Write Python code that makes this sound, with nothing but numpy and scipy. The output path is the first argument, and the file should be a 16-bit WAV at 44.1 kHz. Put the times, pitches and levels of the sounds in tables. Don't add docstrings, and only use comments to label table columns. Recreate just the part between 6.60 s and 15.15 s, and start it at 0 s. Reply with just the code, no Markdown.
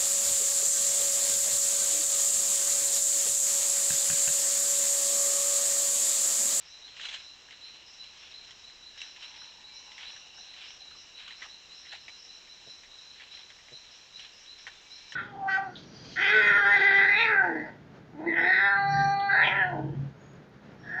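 import sys
import numpy as np
from scipy import signal
from scipy.fft import rfft, irfft, next_fast_len
from scipy.io import wavfile
from scipy.ndimage import uniform_filter1d, map_coordinates

SR = 44100
rng = np.random.default_rng(int(sys.argv[2]) if len(sys.argv) > 2 else 0)


def transcribe(u):
    v = np.clip(np.atleast_2d(u).T, -1, 1)
    q = np.round(v * 32767).astype(np.int16)
    wavfile.write(sys.argv[1], SR, q)


N = 377055


def amp(db):
    return 10 ** (np.asarray(db) / 20)


def unit(x):
    return x / np.sqrt(np.mean(x ** 2) + 1e-20)


def along(points, hz):
    f, v = np.transpose(points)
    return np.interp(np.log(hz + 1), np.log(f + 1), v)


def curves(rows):
    s, *cols = np.transpose(rows)
    return [np.interp(np.arange(N) / SR, s, c) for c in cols]


def wobble(rate):
    knots = rng.standard_normal(int(N * rate / SR) + 4)
    return map_coordinates(knots, [np.arange(N) * rate / SR])


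def filtered(x, response):
    m = next_fast_len(len(x) + 8192)
    return irfft(rfft(x, m) * response(np.fft.rfftfreq(m, 1 / SR)), m)[:len(x)]


def mode(f, centre_hz, width_hz):
    return 1j * f * width_hz / (centre_hz ** 2 - f * f + 1j * f * width_hz)


def band(x, hz, width_hz):
    return unit(filtered(x, lambda f: mode(f, hz, width_hz) ** 3))


def add(track, s, sound):
    part = track[round(s * SR):][:len(sound)]
    part += sound[:len(part)]


def among_trees(call, t60, wet_db):
    t = np.arange(SR // 2) / SR
    path = rng.standard_normal(len(t)) * amp(-60 * t / t60)
    path = amp(wet_db) * path / np.linalg.norm(path)
    path[0] = 1
    heard = signal.fftconvolve(call, path)
    return heard * np.linalg.norm(call) / np.linalg.norm(heard)


def glide(start_hz, end_hz, length, rasp_hz, attack_s):
    t = np.arange(round(length * SR)) / SR
    uneven = uniform_filter1d(rng.standard_normal(SR // 2), size=60)[:len(t)]
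    hz = start_hz + (end_hz - start_hz) * t / length + rasp_hz * unit(uneven)
    envelope = np.minimum(1, np.minimum(t / attack_s, (length - t) / (2.6 * attack_s)))
    return unit(envelope * np.sin(2 * np.pi * np.cumsum(hz) / SR))


def stridulation(strokes, length, low_hz, high_hz, rasp_hz, t60, wet_db, gain_db):
    out = np.zeros(N)
    for s, db in strokes:
        tune, stretch = 1 + np.array([0.005, .1]) * rng.standard_normal(2)
        call = glide(low_hz * tune, high_hz * tune, length * stretch, rasp_hz, attack_s=0.014)
        add(out, s, amp(db + gain_db) * among_trees(call, t60, wet_db))
    return out


def air():
    # f/Hz, power density level/dB re 1 per Hz
    spectrum = [(12, -110), (22, -88), (35, -92), (70, -92.5), (130, -96.5), (250, -98), (500, -97.5),
                (900, -102), (2000, -103), (4600, -106), (9000, -108)]
    white = np.sqrt(SR / 2) * rng.standard_normal(N)
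    wash = filtered(white, lambda f: amp(along(spectrum, f)))
    rumble = filtered(wash, lambda f: 1 / (1 + (f / 350) ** 2))
    lumps = amp(0.5 * wobble(8.6) + 1.2 * wobble(21) - 2.0)
    return wash + (lumps - 1) * rumble


def chorus():
    # f/Hz, resonator width/Hz, base level/dB
    far_bands = [(3965, 530, -60), (5450, 1200, -63.5), (2816, 450, -66)]
    # t/s, gain/dB
    swell = [(0, -1), (1.4, 2.5), (2.2, -4), (3.6, 4), (4.9, 1.5), (5.8, 1.5), (6.2, -6), (7.0, -7),
             (7.5, 0.5), (8.55, -6)]
    far_crickets, far_katydids, trillers = [
        amp(db + 1.7 * wobble(5.4)) * band(rng.standard_normal(N), hz, width_hz)
        for hz, width_hz, db in far_bands]
    return far_crickets + far_katydids + amp(curves(swell)[0]) * trillers


def scuffs():
    # f/Hz, resonator width/Hz, gain/dB
    litter = [(3030, 2540, 0.5), (1823, 660, -1), (943, 1200, -2.5), (6460, 9500, 5.5)]
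    rustle_db = [-60.5, -65, -67, -68]
    # peak t/s, relative leaf level/dB, rise/s, fall/s, crumb offset/dB
    drags = [(0.02, -61.5, .05, 0.12, -15), (0.28, -61, 0.029, 0.065, -18), (0.47, -42.5, 0.11, 0.12, -10),
             (0.535, -43, .07, 0.056, -6), (0.93, -55.5, .04, 0.036, -0.5), (1.07, -57, 0.074, 0.22, -8),
             (1.45, -54.5, 0.024, 0.046, -13), (1.64, -56, 0.12, 0.33, -10), (1.92, -62.5, 0.07, 0.027, 0),
             (2.43, -51, 0.072, .07, -4.5), (2.64, -49, 0.15, .08, -9), (2.76, -54, 0.095, 0.23, -6.5),
             (3.39, -50.5, .03, 0.13, -6), (3.46, -49, 0.092, 0.098, -7), (4.05, -49, 0.17, 0.12, -8),
             (4.6, -51, 0.027, 0.13, -6), (4.69, -50.5, .04, 0.079, -7), (4.83, -50, 0.041, 0.051, 0.5),
             (5.27, -56, 0.036, 0.045, -2), (5.334, -47.5, 0.033, 0.049, -3), (5.5, -58, 0.065, 0.018, -4),
             (6.62, -53.5, 0.089, 0.049, -6), (6.79, -51, 0.12, 0.064, -8), (7.36, -59.5, 0.14, .08, -8),
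             (7.6, -49.5, .02, 0.1, -6.5), (7.86, -60, 0.034, 0.041, -7), (8.0, -55, 0.033, .04, -6),
             (8.071, -53, 0.01, .06, -1), (8.4, -59, 0.086, .1, -4), (8.55, -52, .03, .03, -12)]
    edge_db, rounding = 11.5, 1.3
    thud_db = -14
    t = np.arange(N) / SR
    power = amp(rustle_db)[:, None] ** 2 * np.ones(N)
    for s, db, rise, fall, crumbs_db in drags:
        from_peak = np.maximum((s - t) / rise, (t - s) / fall)
        drag = amp(db - edge_db * from_peak ** rounding)
        hiss_db = -15 + 0.7 * (db + 48.5)
        power += (amp([[0], [crumbs_db], [thud_db], [hiss_db]]) * drag) ** 2
    leaves_db = 10 * np.log10(power[0])
    coarseness = np.clip((leaves_db + 66) / 14, .15, 1)
    clumps = unit(amp(2.2 * wobble(300) + 1.4 * wobble(40)))
    noise = rng.standard_normal(N)
    grains = 3 * [noise * clumps ** coarseness] + [noise * clumps ** 0.69]
    bands = [amp(db) * band(x, hz, width_hz) for x, (hz, width_hz, db) in zip(grains, litter)]
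    return np.sum(np.sqrt(power) * bands, axis=0)


def katydids():
    # t/s, relative level/dB
    strokes = [(0.044, -62), (0.575, -63), (0.855, -79), (1.017, -66.5), (1.249, -61), (1.57, -65.5),
               (1.838, -69.5), (2.12, -68.5), (2.364, -60), (2.601, -62.5), (2.751, -60.5), (3.117, -60),
               (3.307, -64), (3.472, -60.5), (3.736, -59), (4.033, -59.5), (4.345, -61), (4.756, -61.5),
               (5.138, -59), (5.4, -67), (5.574, -59.5), (5.68, -65), (5.844, -68), (6.058, -63.5),
               (6.37, -67), (6.704, -62.5), (7.118, -64.5), (7.298, -63.5), (7.532, -63.5), (7.727, -63),
               (7.974, -61.5), (8.301, -62), (8.483, -61)]
    return stridulation(strokes, length=0.11, low_hz=5180, high_hz=5900, rasp_hz=226.5,
                        t60=0.77, wet_db=2.5, gain_db=5.0)


def crickets():
    # t/s, relative level/dB
    strokes = [(0.095, -53), (0.212, -51), (0.397, -49.5), (0.52, -51.5), (0.636, -51.5), (0.9, -61.5),
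               (1.01, -49), (1.369, -50), (1.709, -50), (2.028, -53), (2.215, -52.5), (2.37, -49.5),
               (2.617, -52.5), (2.776, -51), (3.031, -52), (3.125, -53), (3.442, -49.5), (3.771, -52.5),
               (3.855, -53), (4.035, -65), (4.188, -53), (4.26, -52), (4.53, -52), (4.677, -53),
               (4.879, -52), (5.083, -53), (5.273, -51), (5.475, -55), (5.672, -51.5), (5.882, -54.5),
               (6.059, -50.5), (6.283, -54), (6.375, -53.5), (6.47, -59), (6.707, -50), (7.106, -50.5),
               (7.36, -64), (7.525, -50), (7.867, -50), (8.294, -51), (8.506, -58)]
    return stridulation(strokes, length=0.074, low_hz=3830, high_hz=4250, rasp_hz=59,
                        t60=0.61, wet_db=6.0, gain_db=1.5)


def snaps():
    # t/s, relative peak level/dB, low ring f/Hz, relative treble gain/dB
    fractures = [(0.281, -38, 2040, 5), (0.368, -33.5, 2090, 4), (0.396, -36, 1610, -21),
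                 (0.413, -28, 2060, 5), (0.454, -25.5, 2100, 5), (0.487, -26, 2300, 6),
                 (0.546, -25, 2100, 3), (0.886, -44, 1750, -17), (0.909, -32.5, 2190, -4),
                 (1.44, -37, 2330, 8), (1.883, -43, 1440, -12), (1.908, -34, 1950, 9),
                 (2.099, -41, 1990, -7), (2.378, -33.5, 1930, 1), (2.406, -32.5, 2350, 11),
                 (2.417, -25.5, 2320, 10), (2.563, -37, 1830, 3), (2.628, -34, 2000, 8),
                 (2.818, -40.5, 1450, -10), (3.318, -33, 2100, 1), (3.381, -30, 2050, -9),
                 (3.564, -38, 1700, -9), (3.781, -45, 1600, -11), (3.785, -43, 780, -15),
                 (3.939, -40, 2180, -8), (4.21, -46.5, 780, -16), (4.312, -40, 1480, -9),
                 (4.35, -44, 1180, -12), (4.596, -44, 2200, -2), (4.679, -32, 1390, 1),
                 (4.708, -36, 1980, -13), (4.819, -31.5, 1960, -19), (4.823, -33, 2030, -14),
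                 (4.829, -34, 1300, -8), (4.853, -40, 1200, -19), (4.86, -38.5, 855, -9),
                 (5.114, -44, 2020, 0), (5.251, -43, 2080, -16), (5.269, -40.5, 2090, -15),
                 (5.327, -31.5, 1950, -15), (5.333, -36.5, 815, -12), (5.482, -32, 2200, -18),
                 (5.875, -41, 2060, -11), (6.235, -36, 1980, -13), (6.599, -38, 1860, -13),
                 (6.772, -39, 2100, -8), (6.903, -34.5, 1910, -6), (6.988, -45.5, 1970, -18),
                 (7.085, -43, 2000, -17), (7.595, -36, 1660, 9), (8.068, -29.5, 1840, -15),
                 (8.072, -32, 910, -8), (8.078, -33.5, 1640, -12), (8.48, -43, 2380, -2),
                 (8.522, -27, 1790, -3.5)]
    splinter_t60_s = 0.083
    out, t = np.zeros(N), np.arange(SR // 8) / SR
    for s, db, low_hz, high_db in fractures:
        high_hz = 2990 * (1 + 0.054 * rng.standard_normal())
        burst = rng.standard_normal(len(t)) * amp(-60 * t / splinter_t60_s)
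        burst[0] = 10
        rings = filtered(burst, lambda f: mode(f, low_hz, 0.33 * low_hz) ** 2
                         + amp(high_db + 3.0) * mode(f, high_hz, 650) ** 2
                         + amp(high_db - 12.5) * mode(f, 4400, 4000)
                         + amp(-15.5) * mode(f, 1200, 1400))
        add(out, s, amp(db - 1.5) * rings / np.abs(rings).max())
    return out


def bumps():
    # t/s, level of the decay at onset/dB, f/Hz, t60/s
    steps = [(.58, -64, 65, 0.23), (2.02, -58, 56.5, 0.22)]
    out, t = np.zeros(N), np.arange(SR // 2) / SR
    attack = 1 - np.exp(-t / 0.0099)
    for s, db, hz, t60 in steps:
        add(out, s, amp(db - 60 * t / t60) * attack * np.sin(2 * np.pi * hz * t))
    return out


def whistles():
    # t/s, level before scattering/dB, start f/Hz, end f/Hz, duration/s
    calls = [(1.588, -64, 3520, 3360, 0.15), (3.047, -65, 2390, 2170, 0.16), (8.032, -70, 2300, 2320, 0.48),
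             (8.1, -63, 3560, 3540, 0.086)]
    out = np.zeros(N)
    for s, db, start_hz, end_hz, length in calls:
        tone = glide(start_hz, end_hz, length, rasp_hz=23, attack_s=0.024)
        add(out, s, amp(db) * among_trees(tone, t60=0.55, wet_db=9))
    return out


def drone():
    # t/s, centre f/Hz, relative level/dB
    course = [(2.5, 935, -79), (2.58, 925, -58), (3.4, 929, -58), (3.6, 804, -62.5), (4.3, 781, -68)]
    hz, db = curves(course)
    t = np.arange(N) / SR
    sounding = (t > course[0][0]) & (t < course[-1][0])
    rough = wobble(260) * np.sin(2 * np.pi * np.cumsum(hz) / SR)
    return sounding * amp(db - 9.0) * unit(rough)


def grunts():
    # t/s, relative level/dB, pulse f/Hz, duration/s
    calls = [(6.065, -57, 113, 0.0275), (7.112, -55, 121.8, 0.035)]
    # f/Hz, width/Hz, gain/dB
    formants = [(135, 24, 3.5), (440, 154, 2), (673, 48, 5.5)]
    pulses = np.zeros(N)
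    for s, db, hz, length in calls:
        t = np.arange(0, length, 1 / hz)
        arch = np.sin(np.pi * (t + .5 / hz) / length)
        pulses[np.round((s + t) * SR).astype(int)] = amp(db + 43.0) * arch

    def throat(f):
        modes = sum((-1) ** k * amp(db) * mode(f, hz, width) for k, (hz, width, db) in enumerate(formants))
        return modes / (1 + (f / 800) ** 4)
    return filtered(pulses, throat)


def scene():
    insects = crickets() + katydids()
    pigs = scuffs() + snaps() + grunts() + bumps()
    return (insects + pigs + chorus() + whistles() + drone() + air())[None]


def record(dry):
    # f/Hz, gain/dB
    response = [(6500, 1), (7500, -4), (8200, -13), (8800, -27), (9300, -36.5), (9800, -39.5)]
    cutoff_hz = 15500
    narrow = filtered(dry[0], lambda f: amp(along(response, f)))
    hiss = amp(-84.5) * rng.standard_normal(N)
    return filtered(narrow + hiss, lambda f: f < cutoff_hz)[None]


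dry = scene()
out = record(dry)
transcribe(out)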